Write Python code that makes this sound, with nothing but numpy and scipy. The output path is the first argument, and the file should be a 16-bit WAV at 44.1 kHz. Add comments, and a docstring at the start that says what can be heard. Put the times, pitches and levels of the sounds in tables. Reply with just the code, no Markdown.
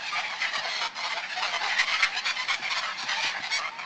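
"""On a wooden deck outdoors, a flock of geese cackle and honk over one another.
A rasping cackle is a run of uneven snaps and puffs of air that make a long throat ring.
A honk is a short, high note, sometimes clean and sometimes growling. More geese gabble
and hoot behind them, and a few steps thump on the boards. The yard adds a short echo
and a steady hush."""
import sys
import numpy as np
from scipy import signal
from scipy.fft import rfft, irfft
from scipy.io import wavfile
from scipy.ndimage import map_coordinates

SR = 44100
rng = np.random.default_rng(int(sys.argv[2]) if len(sys.argv) > 2 else 0)


def unload_audio(sound):
    """Save the sound as a 16-bit wav file, at the path given as the first command line argument."""
    columns = np.transpose(np.atleast_2d(sound))
    # keep every value between -1 and 1, then stretch to whole-number steps
    steps = np.round(np.clip(columns, -1, 1) * 32767)
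    wavfile.write(sys.argv[1], SR, steps.astype(np.int16))


N = 169785

# How loud the far flock is as time passes. Each row: time in seconds, level in dB.
FLOCK_LEVELS = [(0, -36), (.86, -38.5), (0.919, -49), (1.049, -34.5), (1.28, -41.5), (1.65, -33.5),
                (2.11, -39.5), (2.96, -40), (3.199, -34), (3.74, -47.5)]
CACKLE_LEAD_S = .006  # a cackle begins this long before its listed start


def near_geese():
    """The geese on the deck cackle and honk, often at the same time."""
    # Each row: start in seconds, length in seconds, relative level in dB, the throat's low and main
    # ringing tones in Hz, then how far the low band and the treble are turned up or down in dB.
    cackles = [(0.053, 0.048, -37.5, 820, 2400, -31, 0), (0.149, 0.061, -31.5, 710, 2330, -6, -3.5),
               (0.231, 0.051, -35, 745, 2320, -29, -22), (0.292, 0.052, -38.5, 735, 2170, -3.5, -7),
               (0.399, 0.066, -30.5, 1150, 2040, -5.5, -2.5), (0.459, 0.043, -37, 1055, 1920, -1, -3.5),
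               (0.526, 0.076, -37.5, 1150, 1956, 3, 3), (0.624, 0.068, -37, 780, 2110, -2.5, -3.5),
               (0.68, 0.14, -40.5, 980, 2110, 2, 6), (0.809, 0.067, -37.5, 1260, 2110, 7.5, 3.5),
               (0.951, 0.066, -41.5, 990, 2070, 4, 3.5), (1.025, 0.053, -38.5, 910, 2250, 5, 3.5),
               (1.095, 0.047, -36.5, 960, 2050, 3.5, 2), (1.159, 0.043, -35, 740, 2280, -0.5, -2),
               (1.223, 0.043, -36, 1210, 2230, -6, -8.5), (1.285, 0.064, -37.5, 750, 1710, -10.5, -2.5),
               (1.362, 0.04, -37, 740, 2261, -3, -0.5), (1.413, 0.054, -33, 900, 2630, 1.5, 2),
               (1.461, 0.059, -41, 1300, 2300, 4, 2.5), (1.522, 0.049, -34.5, 720, 2040, 4, 1.5),
               (1.608, 0.07, -35.5, 867, 1980, 3.5, -3), (1.671, 0.088, -33, 1020, 2040, -8, -3.5),
               (1.758, 0.089, -31.5, 996, 1983, -4, -0.5), (1.861, 0.073, -35, 1055, 2121, 2, -1),
               (1.916, 0.056, -29, 1300, 2070, -7.5, -4.5), (1.98, 0.1, -31.5, 1280, 2070, -7, -4.5),
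               (2.12, 0.083, -35.5, 1080, 1630, -6, -4.5), (2.244, 0.074, -32.5, 1250, 2260, -1.5, 1.5),
               (2.355, 0.1, -38.5, 1080, 2130, -5.5, 1.5), (2.478, 0.078, -32, 1300, 2160, -5, 1.5),
               (2.615, 0.067, -34.5, 710, 2220, -5, -1), (2.694, 0.045, -32, 1070, 2210, -3.5, 1.5),
               (2.746, 0.055, -34, 1020, 2130, -0.5, 4), (2.812, 0.049, -36.5, 1360, 2030, 4, -2),
               (2.857, 0.071, -40.5, 1230, 1880, 6.5, -1), (2.978, 0.072, -42.5, 925, 2250, 0.5, 7.5),
               (3.08, 0.065, -32, 1090, 1980, -3.5, -0.5), (3.145, 0.097, -36, 875, 2250, -15, 1.5),
               (3.218, 0.1, -38.5, 870, 2360, 0.5, 4), (3.326, 0.071, -35.5, 727, 1760, -6.5, -28),
               (3.424, 0.054, -37, 766, 1970, -5.5, 0), (3.497, 0.1, -38, 1000, 1900, -6.5, 4),
               (3.584, 0.11, -39, 1249, 2010, 3.5, -6), (3.781, 0.067, -41, 1170, 2170, 2.5, -4.5)]
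    # Each row: start in seconds, length in seconds, pitch in Hz, levels in dB of the first, second
    # and upper harmonics (before the mouth shapes them), mouth tone in Hz, roughness from 0 to 1.
    honks = [(0.122, 0.038, 1198, -31, -43, -40, 3680, 0.3),
             (0.551, 0.017, 1160, -31, -31, -37.5, 4260, 0.65),
             (0.645, 0.022, 738, -34.5, -41, -42, 3700, 0.3),
             (1.353, 0.079, 739, -36, -45, -44, 3900, 0.23),
             (1.403, 0.035, 899, -37, -43, -51.5, 4200, 0.26),
             (1.603, 0.069, 850, -39.5, -46, -59, 4000, 0.05),
             (1.785, 0.036, 1019, -40, -22.5, -30, 4070, 0.78),
             (1.867, 0.13, 1022, -59, -34.5, -42, 4030, 0.76),
             (2.022, 0.035, 1051, -58, -19, -30.5, 4150, 0.9),
             (2.162, 0.045, 1013, -40.5, -49, -33, 3820, 0.33),
             (2.264, 0.037, 1156, -47, -30, -37, 3400, 0.83),
             (2.377, 0.064, 1014, -38.5, -36, -40, 3800, 0.36),
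             (2.497, 0.022, 1077, -30, -28, -31, 3200, 0.17),
             (3.164, 0.043, 889, -33, -55, -55, 3500, 0.13), (3.224, 0.082, 982, -53, -34, -34, 3000, 0.86),
             (3.512, 0.078, 1113, -53, -29.5, -32.5, 4570, 0.22),
             (3.641, 0.033, 1055, -51, -31, -48, 3500, 0), (3.7, 0.119, 919, -43.5, -54, -63, 2900, 0.45)]
    out = np.zeros(N)
    for start, length, db, *voice in cackles:
        add(out, start - CACKLE_LEAD_S, amp(db + 3.5) * cackle(length, *voice))
    for start, *note in honks:
        add(out, start, honk(*note))
    return out


def cackle(length, low_hz, main_hz, low_db, treble_db):
    """Uneven snaps of the voice membranes, each with a puff of air, make the throat ring."""
    length = length + CACKLE_LEAD_S + .01
    t = np.arange(0, length, 1 / SR)
    snap_hz = 178.88 * (1 + .3 * (rng.random() - .5))
    bend = 1 + .2 * arch(t, length) + .05 * wander(150, len(t))
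    cycles = np.cumsum(snap_hz * bend) / SR
    snaps = np.diff(np.floor(cycles), prepend=0)  # one click per cycle
    puffs = np.exp(-(cycles % 1) / .8) * noise(len(t))
    effort = envelope(t, length, rise=.025, fall=.031)
    flicker = amp(2 * wander(320, len(t)))
    voice = (unit(snaps) + .9 * unit(puffs)) * flicker * effort
    ring = throat(low_hz, main_hz, low_db, treble_db)
    call = deck_bounces(neck_glide(signal.fftconvolve(voice, ring)))
    # The effort and the throat alone set how loud the call is.
    return call / np.linalg.norm(call) * np.linalg.norm(effort) * np.linalg.norm(ring)


def throat(low_hz, main_hz, low_db, treble_db, size=2048):
    """How the long windpipe and the mouth ring after a single snap."""
    # The throat's overall tone. Each row: frequency in Hz, relative level in dB.
    throat_tone = [(200, -36.5), (480, -14), (680, -4.5), (1500, -1.5), (2900, -2), (4300, 0.5), (5500, -7),
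                   (7000, -15), (8500, -34)]
    f = abs(np.fft.fftfreq(size, 1 / SR))
    # Sound echoes along the windpipe, whose second ringing tone lies at main_hz.
    windpipe = 1 / abs(1 - .42 * np.exp(2j * np.pi * 2 * f / main_hz))
    mouth_db = 9.5 * peak(f, low_hz, width_hz=100) + 3.5 * peak(f, main_hz, width_hz=120)
    low = 1 / (1 + (f / 1450) ** 12)
    treble = 1 - 1 / (1 + (f / 3000) ** 12)
    shape = windpipe ** (1 - low / 2) * amp(read(throat_tone, f) + mouth_db)
    log_gain = np.log(shape)
    for band, db in [(low, low_db - 4), (1 - low - treble, 0), (treble, treble_db - 5)]:
        band_level = np.sqrt(np.mean(shape ** 2 * band))
        log_gain += band * np.log(amp(db) / band_level)
    # Turn the tone shape into a ring that starts at once and dies away.
    return np.fft.ifft(np.exp(np.conj(signal.hilbert(log_gain)))).real


def honk(length, pitch_hz, first_db, second_db, upper_db, mouth_hz, rough):
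    """The voice breaks into a high note that arches and climbs; a rough one growls and trembles."""
    t = np.arange(0, length, 1 / SR)
    bend = .02 * arch(t, length) + .4 * (t - length / 2)
    hz = pitch_hz * (1 + bend + rough * .04 * wander(710, len(t)))
    phase = 2 * np.pi * np.cumsum(hz) / SR
    # Harmonics are tones at whole multiples of the pitch; the mouth shapes the upper ones.
    gains = [amp(first_db), amp(second_db)]
    gains += [amp(upper_db) * peak(k * pitch_hz, mouth_hz, width_hz=1300) for k in range(3, 8)]
    growl_hz = 222.5 * (1 + .297 * wander(130, len(t)))
    growl = 2 * np.pi * np.cumsum(growl_hz) / SR
    note = 0
    for k, gain in enumerate(gains, 1):
        lag, offset = rng.random(2)
        chop = 1 + rough * .81 * np.cos(growl + np.pi * lag)
        tremble = .35 * k * rough * wander(450, len(t))
        note += gain * unit(chop * np.sin(k * phase + 2 * np.pi * offset + tremble))
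    return note * envelope(t, length, rise=.25 * length, fall=.4 * length)


def neck_glide(call):
    """The neck stretches or draws in during a call, so all its tones slide up or down."""
    t = np.arange(len(call)) / SR
    slide_per_s = 2 * rng.uniform(-1.015, 1)
    middle = np.sum(t * call ** 2) / np.sum(call ** 2)
    bent_time = t + slide_per_s / 2 * (t - middle) ** 2
    return map_coordinates(call, [bent_time * SR], order=3)


def deck_bounces(call, count=5, within_s=.006):
    """Each goose stands somewhere else, so each cackle bounces off deck and bench in its own way."""
    echoes = np.zeros(SR // 20)
    for when, sign in rng.random((count, 2)):
        echoes[int(when * within_s * SR)] += np.sign(sign - .5) * amp(3) / np.sqrt(count)
    echoes[0] = 1  # the sound that arrives directly
    return signal.fftconvolve(call, echoes / np.linalg.norm(echoes))


def far_geese(calls_per_s=40):
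    """The rest of the flock cackles at random, blurring into a gabble."""
    out = np.zeros(N)
    for k in range(int(calls_per_s * N / SR) + 2):
        when, low, main = rng.random(3)
        call = cackle(.07, low_hz=640 + 300 * low, main_hz=1550 + 800 * main, low_db=-2.5, treble_db=1)
        add(out, (k + when - 2) / calls_per_s, call)
    return unit(out) * flock_loudness()


def far_hoots(hoots_per_s=11):
    """Among the far cackles, scattered low honks slide up or down."""
    out = np.zeros(N)
    for k in range(int(hoots_per_s * N / SR)):
        when, pitch, strength = rng.random(3)
        hz = 666 * (1 + .35 * pitch)
        note = honk(.06, hz, first_db=0, second_db=-9, upper_db=-14, mouth_hz=3000, rough=.5)
        add(out, (k + 2 * when - 1) / hoots_per_s, (.5 + strength) * neck_glide(note))
    return out * amp(-8) * flock_loudness()


def flock_loudness():
    """The far flock swells and fades."""
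    return amp(np.interp(np.arange(N) / SR, *np.transpose(FLOCK_LEVELS)))


def footsteps(plank_hz=134, swing_s=.011, rise_s=.0015, fade_s=.009):
    """Each step knocks on the deck; then the plank gives with a lower thud."""
    # Each row: start in seconds, level in dB, rough pitch of the knock in Hz.
    steps = [(0.576, -42, 260), (2.595, -41, 370), (3.034, -42, 260), (3.243, -38, 420),
             (3.396, -40.5, 240)]
    out, t = np.zeros(N), np.arange(SR // 2) / SR
    thud = np.sin(2 * np.pi * plank_hz * t) * t / swing_s * np.exp(1 - t / swing_s)
    strike = np.minimum(t / rise_s, 1) * np.exp(-t / fade_s)
    for start, db, hz in steps:
        band = signal.butter(2, [hz / 2, hz * 1.08], "band", fs=SR, output="sos")
        knock = unit(signal.sosfilt(band, noise(len(t)))) * strike
        add(out, start, amp(db) * knock)
        add(out, start + .01, amp(db - 14.5) * thud)
    return out


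def yard_echo(sound, fade_s=.23):
    """The yard sends back a thin scatter of echoes that soon dies away."""
    t = np.arange(SR // 2) / SR
    echoes = noise(len(t)) * (rng.random(len(t)) < .05)
    tail = echoes * amp(-60 * t / fade_s) * np.minimum(t / .014, 1)
    return sound + amp(-15) * signal.fftconvolve(sound, tail / np.linalg.norm(tail))[:N]


def outdoor_hush():
    """A steady hush with a low, distant drone."""
    # The tone of the hush. Each row: frequency in Hz, relative level in dB.
    hush_tone = [(70, -15), (190, 3.5), (270, -0.5), (450, -5.5), (900, 5), (2500, 3), (6000, -46)]
    gains = amp(read(hush_tone, np.fft.rfftfreq(N, 1 / SR)))
    return amp(-48) * unit(irfft(rfft(rng.standard_normal(N)) * gains, N))


def amp(db):
    """Turns decibels into a number to multiply by."""
    return 10 ** (np.asarray(db) / 20)


def unit(x):
    """Scales a sound to an average strength (rms) of 1."""
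    return x / np.sqrt(np.mean(x ** 2) + 1e-20)


def read(points, hz):
    """Reads between the rows of a tone table, with octaves evenly spaced."""
    f, db = np.transpose(points)
    return np.interp(np.log(hz + 1), np.log(f), db)


def add(mix, start_s, sound):
    """Mixes a sound in, cutting off whatever does not fit."""
    at = round(start_s * SR)
    sound = sound[max(-at, 0):]
    part = mix[max(at, 0):][:len(sound)]
    part += sound[:len(part)]


def noise(size):
    """White noise, up to half a second long."""
    return rng.standard_normal(SR // 2)[:size]


def wander(hz, size, count=8192):
    """A random wobble, mostly slower than hz."""
    f = np.fft.rfftfreq(count, 1 / SR)
    wobble = irfft(rfft(rng.standard_normal(count)) * np.exp(-(f / hz) ** 2))
    return np.resize(unit(wobble), size)


def arch(t, length):
    """One rise and fall that averages zero."""
    return np.sin(np.pi * t / length) - 2 / np.pi


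def peak(hz, centre_hz, width_hz):
    """A hump of height 1 that drops to half at width_hz from its centre."""
    return 1 / (1 + ((hz - centre_hz) / width_hz) ** 2)


def envelope(t, length, rise, fall):
    """Fades smoothly in and out; all times are in seconds."""
    fade_in = np.sin(np.pi / 2 * np.clip(t / rise, 0, 1))
    fade_out = np.sin(np.pi / 2 * np.clip((length - t) / fall, 0, 1))
    return fade_in * fade_out


def scene():
    """Geese and steps echo in the yard over the hush, in one channel."""
    sources = near_geese() + far_geese() + far_hoots() + footsteps()
    return (yard_echo(sources) + outdoor_hush())[None]


def record(dry, limit=.55, sag_hz=5.6, top_hz=8800):
    """The loudest honks overload the microphone a little and leave a slow sag; the top treble is cut."""
    squashed = dry / (1 + (dry / limit) ** 6) ** (1 / 6)
    sag = signal.sosfilt(signal.butter(1, sag_hz, fs=SR, output="sos"), squashed ** 2)
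    out = squashed - amp(-8.5) * sag / limit
    treble_cut = signal.firwin(301, top_hz, window=("kaiser", 8), fs=SR)
    return signal.oaconvolve(out, treble_cut[None], "same")


dry = scene()
out = record(dry)
unload_audio(out)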